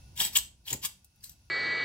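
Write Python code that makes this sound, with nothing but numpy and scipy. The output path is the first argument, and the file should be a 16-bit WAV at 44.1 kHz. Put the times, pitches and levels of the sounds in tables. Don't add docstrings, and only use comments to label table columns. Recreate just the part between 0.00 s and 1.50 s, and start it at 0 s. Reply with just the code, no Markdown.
import sys
import numpy as np
from scipy import signal
from scipy.fft import rfft, irfft
from scipy.io import wavfile
from scipy.ndimage import uniform_filter1d

SR = 44100
rng = np.random.default_rng(int(sys.argv[2]) if len(sys.argv) > 2 else 0)


def file_out(sig):
    cols = np.atleast_2d(sig).T
    lim = np.clip(cols, -1, 1)
    pcm = np.round(lim * 32767).astype(np.int16)
    wavfile.write(sys.argv[1], SR, pcm)


def gain_from_db(level_db):
    decades = np.asarray(level_db, float) / 20
    return 10 ** decades


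N = 66150


def evened(x):
    return x / np.sqrt(np.mean(x ** 2) + 1e-20)


def read(points, hz):
    f, value = np.transpose(points)
    return np.interp(np.log(hz + 1), np.log(f + 1), value)


def curve(rows):
    s, *cols = np.transpose(rows)
    return [np.interp(np.arange(N) / SR, s, c) for c in cols]


def colour(x, gain):
    return irfft(rfft(x) * gain(np.fft.rfftfreq(N, 1 / SR)), N)


def ring(x, modes):
    t = np.arange(2048) / SR
    body = np.zeros(2048)
    for k, (hz, width_hz, db) in enumerate(modes):
        decay = np.sqrt(width_hz) * np.exp(-np.pi * width_hz * t)
        body += gain_from_db(db) * decay * np.sin(2 * np.pi * hz * t + k * k)
    return signal.oaconvolve(x, body / np.linalg.norm(body))[:N]


def background():
    # (frequency [Hz], correlation [0-1])
    likeness = [(60, 1), (240, 0.9), (950, 0.068), (15000, 0.1)]
    # (frequency [Hz], density [dB per Hz])
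    rumble_tone = [(12, -45), (20, -25), (64, -2.5), (298, -26.5), (339, -28.5), (413, -36.5), (592, -34),
                   (1000, -35), (1300, -65.5), (2200, -120)]
    # (frequency [Hz], density [dB per Hz])
    hiss_tone = [(350, -32), (740, -10), (1200, -13.5), (1900, -13), (2700, -11), (5900, -4), (8500, -18.5),
                 (15500, -17.5)]
    # (frequency [Hz], width [Hz], level [dB])
    whistles = [(9810, 320, -77), (2653, 120, -80.5), (1455, 32, -84.5), (4700, 120, -94.5)]
    # (time [s], rumble level [dB], hiss level [dB])
    auto_gain = [(0, 2, 4), (.15, 2.5, 1.5), (.4, -1.5, -12), (.6, -7.5, -5.5), (.85, -4.5, -0.5),
                 (1.1, -13, -5.5), (1.3, -5, -1.5), (1.5, -9, -3)]
    rumble_level_db, hiss_level_db = -55.5, -68.5

    left, other = rng.standard_normal((2, N))
    shared = colour(left, lambda hz: read(likeness, hz))
    own = colour(other, lambda hz: np.sqrt(1 - read(likeness, hz) ** 2))
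    pair = np.array([left, shared + own])

    rumble = evened(colour(pair, lambda hz: gain_from_db(read(rumble_tone, hz) - hz / 300)))
    hiss = evened(colour(pair, lambda hz: gain_from_db(read(hiss_tone, hz)) * hz ** 2 / (hz ** 2 + 500 ** 2)))
    hiss = gain_from_db(hiss_level_db) * hiss
    for centre_hz, width_hz, db in whistles:
        whistle = colour(pair, lambda hz: 1 / (1 + (2 * (hz - centre_hz) / width_hz) ** 2))
        hiss = hiss + gain_from_db(db) * evened(whistle)
    rumble_db, hiss_db = curve(auto_gain)
    return gain_from_db(rumble_level_db + rumble_db) * rumble + gain_from_db(hiss_db) * hiss


def room(x):
    # (frequency [Hz], time to fall 60 dB [s])
    decay_times = [(300, 1), (1000, 0.29), (3000, 0.28), (8000, 0.27), (12500, 0.22), (16000, 0.17)]
    length, gap = SR // 2, 20
    starts = np.arange(120, length - gap, gap)
    at = starts + rng.integers(0, gap, (2, len(starts)))
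    taps = np.zeros((2, length))
    np.put_along_axis(taps, at, rng.choice([-1., 1.], at.shape), 1)
    difference = np.pad(taps[::-1] - taps, ((0, 0), (0, N - length)))
    taps = taps + colour(difference, lambda hz: .5 / (1 + (hz / 900) ** 2))[:, :length]
    hz, t, z = signal.stft(taps, SR, nperseg=256)
    fall = gain_from_db(-60 * t / read(decay_times, hz)[:, None])
    tail = signal.istft(z * fall, SR, nperseg=256)[1]
    return signal.fftconvolve(x[None], tail / np.linalg.norm(tail[0]), axes=1)[:, :N]


def ports(x, bench_db):
    # (frequency [Hz], left minus right [dB])
    lean = [(60, 0.5), (150, .5), (380, 0), (950, -1), (2380, 1), (4500, 3), (8000, 4), (15000, -0.5)]
    # (frequency [Hz], left lead [rad])
    lead = [(100, .05), (1000, 0.18), (5000, 2.02), (8000, 1.9), (12500, 2.2), (16000, 0.83)]
    bench_t60_s, wall_s, wall_db = .045, .0099, -17
    side, t = np.array([[.5], [-.5]]), np.arange(3000) / SR

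    clutter = rng.standard_normal((2, 3000)) * (rng.random((2, 3000)) < .1)
    clutter = clutter * (t > .0006) * gain_from_db(-60 * t / bench_t60_s)
    echoes = gain_from_db(bench_db) * clutter / np.linalg.norm(clutter, axis=1, keepdims=True)
    echoes[:, round(wall_s * SR)] += gain_from_db(wall_db)

    direct = colour(x, lambda hz: np.exp(1j * side * read(lead, hz)))
    near = direct + signal.fftconvolve(x[None], echoes, axes=1)[:, :N]
    return colour(near, lambda hz: gain_from_db(side * read(lean, hz)))


def puff():
    # (time [s], level [dB])
    swell = [
        (.69, -78),
        (.712, -50),
        (.74, -40.5),
        (.757, -45.5),
        (.768, -55),
        (.82, -62),
        (.84, -73),
    ]
    # (frequency [Hz], density [dB per Hz])
    flutter_tone = [(18, -24), (50, -6), (95, -8), (130, 2), (170, -10), (250, -6), (600, -15), (1200, -23),
                    (2600, -87)]
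    t = np.arange(N) / SR
    burning = (t > swell[0][0]) * (t < swell[-1][0])
    noise = rng.standard_normal(N)
    flutter = evened(colour(noise, lambda hz: gain_from_db(read(flutter_tone, hz) - hz / 200)))
    spread = gain_from_db(-10) * colour(flutter[::-1], lambda hz: hz ** 2 / (hz ** 2 + 250 ** 2))
    return burning * gain_from_db(curve(swell)[0]) * np.array([flutter + spread, flutter - spread])


def struck_rings(rows, tick_s):
    wobble_rad, wobble_s = .9, .0015
    out, t = np.zeros(N + 3000), np.arange(3000) / SR
    noise = rng.standard_normal((len(rows), 3000))
    ticks = signal.lfilter([1, -2, 1], [1, -.9, .3], noise)
    ticks = ticks * np.exp(-t / tick_s) * np.minimum(t / .0005, 1)
    span = round(wobble_s * SR)
    drift = noise
    wobbles = wobble_rad * evened(uniform_filter1d(uniform_filter1d(drift, span), span))
    for (s, db, hz, cycles, tick_db), tick, wobble in zip(rows, ticks, wobbles):
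        u = t * hz / cycles * 3
        swell_and_fall = (np.e * u * np.exp(-u)) ** 2
        tone = swell_and_fall * np.sin(2 * np.pi * hz * t + wobble)
        out[round(s * SR):][:3000] += gain_from_db(db) * (tone + gain_from_db(tick_db) * tick / 2)
    return out[:N]


def handle_rattle():
    # (time [s], peak [dB], ringing [Hz], length [cycles], tick over ring [dB])
    wire_ticks = [(1.045, -59.5, 8270, 44, 14.5), (1.049, -66, 11910, 230, 6.5), (1.159, -71, 5650, 25, 14),
                  (1.206, -62, 4750, 43, 3), (1.231, -49, 5120, 10, 1), (1.239, -44, 14200, 25, 11),
                  (1.2421, -35, 4130, 7.3, -2.5), (1.243, -47.5, 8100, 65, -5), (1.252, -53, 12800, 80, -7),
                  (1.254, -45.5, 8320, 34, -1), (1.271, -57, 4520, 17, -3), (1.294, -46, 5760, 12, 5),
                  (1.2945, -45, 12000, 90, 2), (1.295, -52, 3930, 13, -1), (1.3165, -56, 13300, 68, 0)]
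    return struck_rings(wire_ticks, tick_s=.003)


def flint_catches():
    # (time [s], peak [dB], ringing [Hz], length [cycles], tick over ring [dB])
    tooth_catches = [(.1758, -30.5, 7300, 18, -13), (.176, -35, 3350, 7.3, -25),
                     (.2018, -16.5, 3210, 18.7, -26), (.2112, -41, 3170, 16, -16),
                     (.219, -28, 3600, 6.8, -1), (.2255, -30.5, 2980, 15, -11), (.242, -31.5, 7900, 90, -6),
                     (.2505, -20.5, 8000, 25, -15), (.262, -31, 7900, 68, -16.5),
                     (.3545, -18.5, 3182, 24, -10.5), (.361, -22.5, 3276, 23, -9.5),
                     (.3652, -14.5, 3340, 7.8, -6.5), (.3678, -21.5, 2830, 5.6, -3.5),
                     (.3697, -9, 7990, 20, -19), (.379, -30, 7900, 22, -10.5),
                     (.3715, -19.5, 6710, 34, -11), (.208, -37.5, 959, 15.4, -23),
                     (.363, -21.5, 13500, 130, -16.5), (.369, -20, 12300, 55, -13.5),
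                     (.653, -51, 4200, 36, -5), (.665, -47.5, 3160, 23, -15.5),
                     (.6772, -32, 3190, 8.7, -8.5), (.6812, -29, 3150, 12.4, -7),
                     (.6865, -35, 2900, 6.4, -11), (.6945, -44, 3180, 14, -9),
                     (.7038, -28.5, 3070, 13.5, -20.5), (.7065, -27, 7180, 29, -15.5),
                     (.7275, -25.5, 7490, 24, -9.5), (.7298, -13.5, 7050, 10.4, -16),
                     (.7328, -40, 7200, 15, -25.5), (.739, -42, 6400, 8.6, -10),
                     (.731, -37, 12970, 90, -17), (.8383, -42, 14600, 33, -9), (.8492, -23, 7200, 17, -6.5),
                     (.8505, -23, 3160, 3.3, -16), (.851, -30, 12760, 130, -11), (.8554, -23, 8200, 14, 12),
                     (.8558, -40, 12900, 40, -17)]
    return struck_rings(tooth_catches, tick_s=.0005)


def scrape():
    # (time [s], force [dB], cup belly over rim [dB])
    strokes = [
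        [(.155, -59, -1), (.175, -47, 31), (.197, -34.5, -2), (.203, -29, 2), (.215, -28.5, -11),
         (.24, -36, 30), (.25, -34.5, -9), (.268, -38.5, 14), (.292, -47.5, 0)],
        [(.325, -50, 3.5), (.349, -46.5, -4.5), (.356, -26.5, 27.5), (.367, -26, 2), (.372, -32, -8.5),
         (.376, -52.5, -2), (.388, -28.5, -16)],
        [(.64, -82.5, 7), (.672, -47.5, 3), (.682, -45, -10), (.701, -45, 5), (.708, -36.5, -12),
         (.724, -49.5, -1), (.731, -32.5, -15), (.745, -56, -18), (.765, -51, 0)],
        [(.815, -68, 42), (.83, -44.5, 22), (.848, -37, 1), (.857, -33.5, -2), (.865, -48, -6), (.875, -55, 10)],
        [(1.2, -87.5, 16), (1.228, -67, 0.5), (1.24, -54.5, -11.5), (1.27, -58.5, -7.5), (1.288, -64.5, 4),
         (1.32, -63.5, -8.5), (1.335, -73, 18)],
    ]
    # (grit [dB], wire [dB], handle [Hz], handle [dB], hand thud [dB])
    grips = [(0.4, -20.5, 950, -23, -26), (2, -19, 1150, -24.5, -28), (1.25, -27, 960, -18, -37),
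             (3.5, -9, 1180, -16, -24), (0.5, -0.5, 2230, -34.5, -19)]
    # (frequency [Hz], density [dB per Hz])
    grit_tone = [(180, -51.5), (500, -31), (950, -18), (1500, -12), (3200, -4), (5500, -7.5), (10500, -11),
                 (13000, -3.5), (16000, -10)]
    # (frequency [Hz], width [Hz], level [dB])
    belly = [(2300, 120, -16.5), (2830, 280, 6), (3150, 270, 7.5), (3230, 23, 2.5), (3600, 200, -0.5),
             (4150, 118, -11), (4110, 50, -18.5)]
    # (frequency [Hz], width [Hz], level [dB])
    rim = [(7600, 390, -3.5), (7680, 230, 3), (7840, 67, -2.5), (7900, 110, 9), (7810, 110, -1.5),
           (8280, 310, -2)]
    # (frequency [Hz], width [Hz], level [dB])
    lip = [(12000, 250, -9.5), (12300, 300, 4.5), (13450, 210, 2.5), (13600, 220, -2)]
    # (frequency [Hz], width [Hz], level [dB])
    wire = [(1750, 250, -19), (2050, 200, -18), (3850, 250, -6), (4550, 500, -8), (5650, 400, -6),
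            (12200, 500, -4), (13450, 400, -4)]
    teeth_per_s, tooth_spread_db = 6400, 3
    belly_db, rim_db, lip_db, grit_level_db = -13, -11, -20, 0.64
    handle_width_hz, thud_hz = 150, 240

    tooth_size = gain_from_db(tooth_spread_db * np.minimum(rng.exponential(1, N), 3))
    tooth_hit = rng.choice([-1., 1.], N) * (rng.random(N) < teeth_per_s / SR)
    teeth = evened(tooth_size * tooth_hit)
    grit = evened(colour(teeth, lambda hz: gain_from_db(read(grit_tone, hz))))
    thud = evened(colour(teeth, lambda hz: (hz / thud_hz) / (1 + (hz / thud_hz) ** 4)))

    out, t = np.zeros(N), np.arange(N) / SR
    for rows, (grit_db, wire_db, handle_hz, handle_db, thud_db) in zip(strokes, grips):
        force_db, tilt_db = curve(rows)
        force = (t > rows[0][0]) * (t < rows[-1][0]) * gain_from_db(force_db)
        shake = teeth * force
        out += gain_from_db(grit_level_db + grit_db) * force * grit
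        out += gain_from_db(thud_db) * uniform_filter1d(force, 600) * thud
        out += gain_from_db(belly_db) * ring(shake * gain_from_db(tilt_db / 2), belly)
        out += gain_from_db(rim_db) * ring(shake * gain_from_db(-tilt_db / 2), rim)
        out += gain_from_db(lip_db) * ring(shake, lip)
        out += gain_from_db(wire_db) * ring(shake, wire)
        out += gain_from_db(handle_db) * ring(shake, [(handle_hz, handle_width_hz, 0)])
    return out


def scene():
    grind = scrape()
    ticks = flint_catches() + handle_rattle()
    near = ports(grind, bench_db=-2) + ports(ticks, bench_db=-6)
    far = room(gain_from_db(-7.5) * grind + gain_from_db(-11) * ticks)
    return near + far + puff() + background()


def top_cut(x):
    return signal.sosfilt(signal.butter(12, 16820, fs=SR, output="sos"), x)


def record(dry):
    lowpass = signal.firwin(511, 15900, window=("kaiser", 9), fs=SR)
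    limited = signal.oaconvolve(dry, lowpass[None], "same")
    return top_cut(limited)


dry = scene()
out = record(dry)
file_out(out)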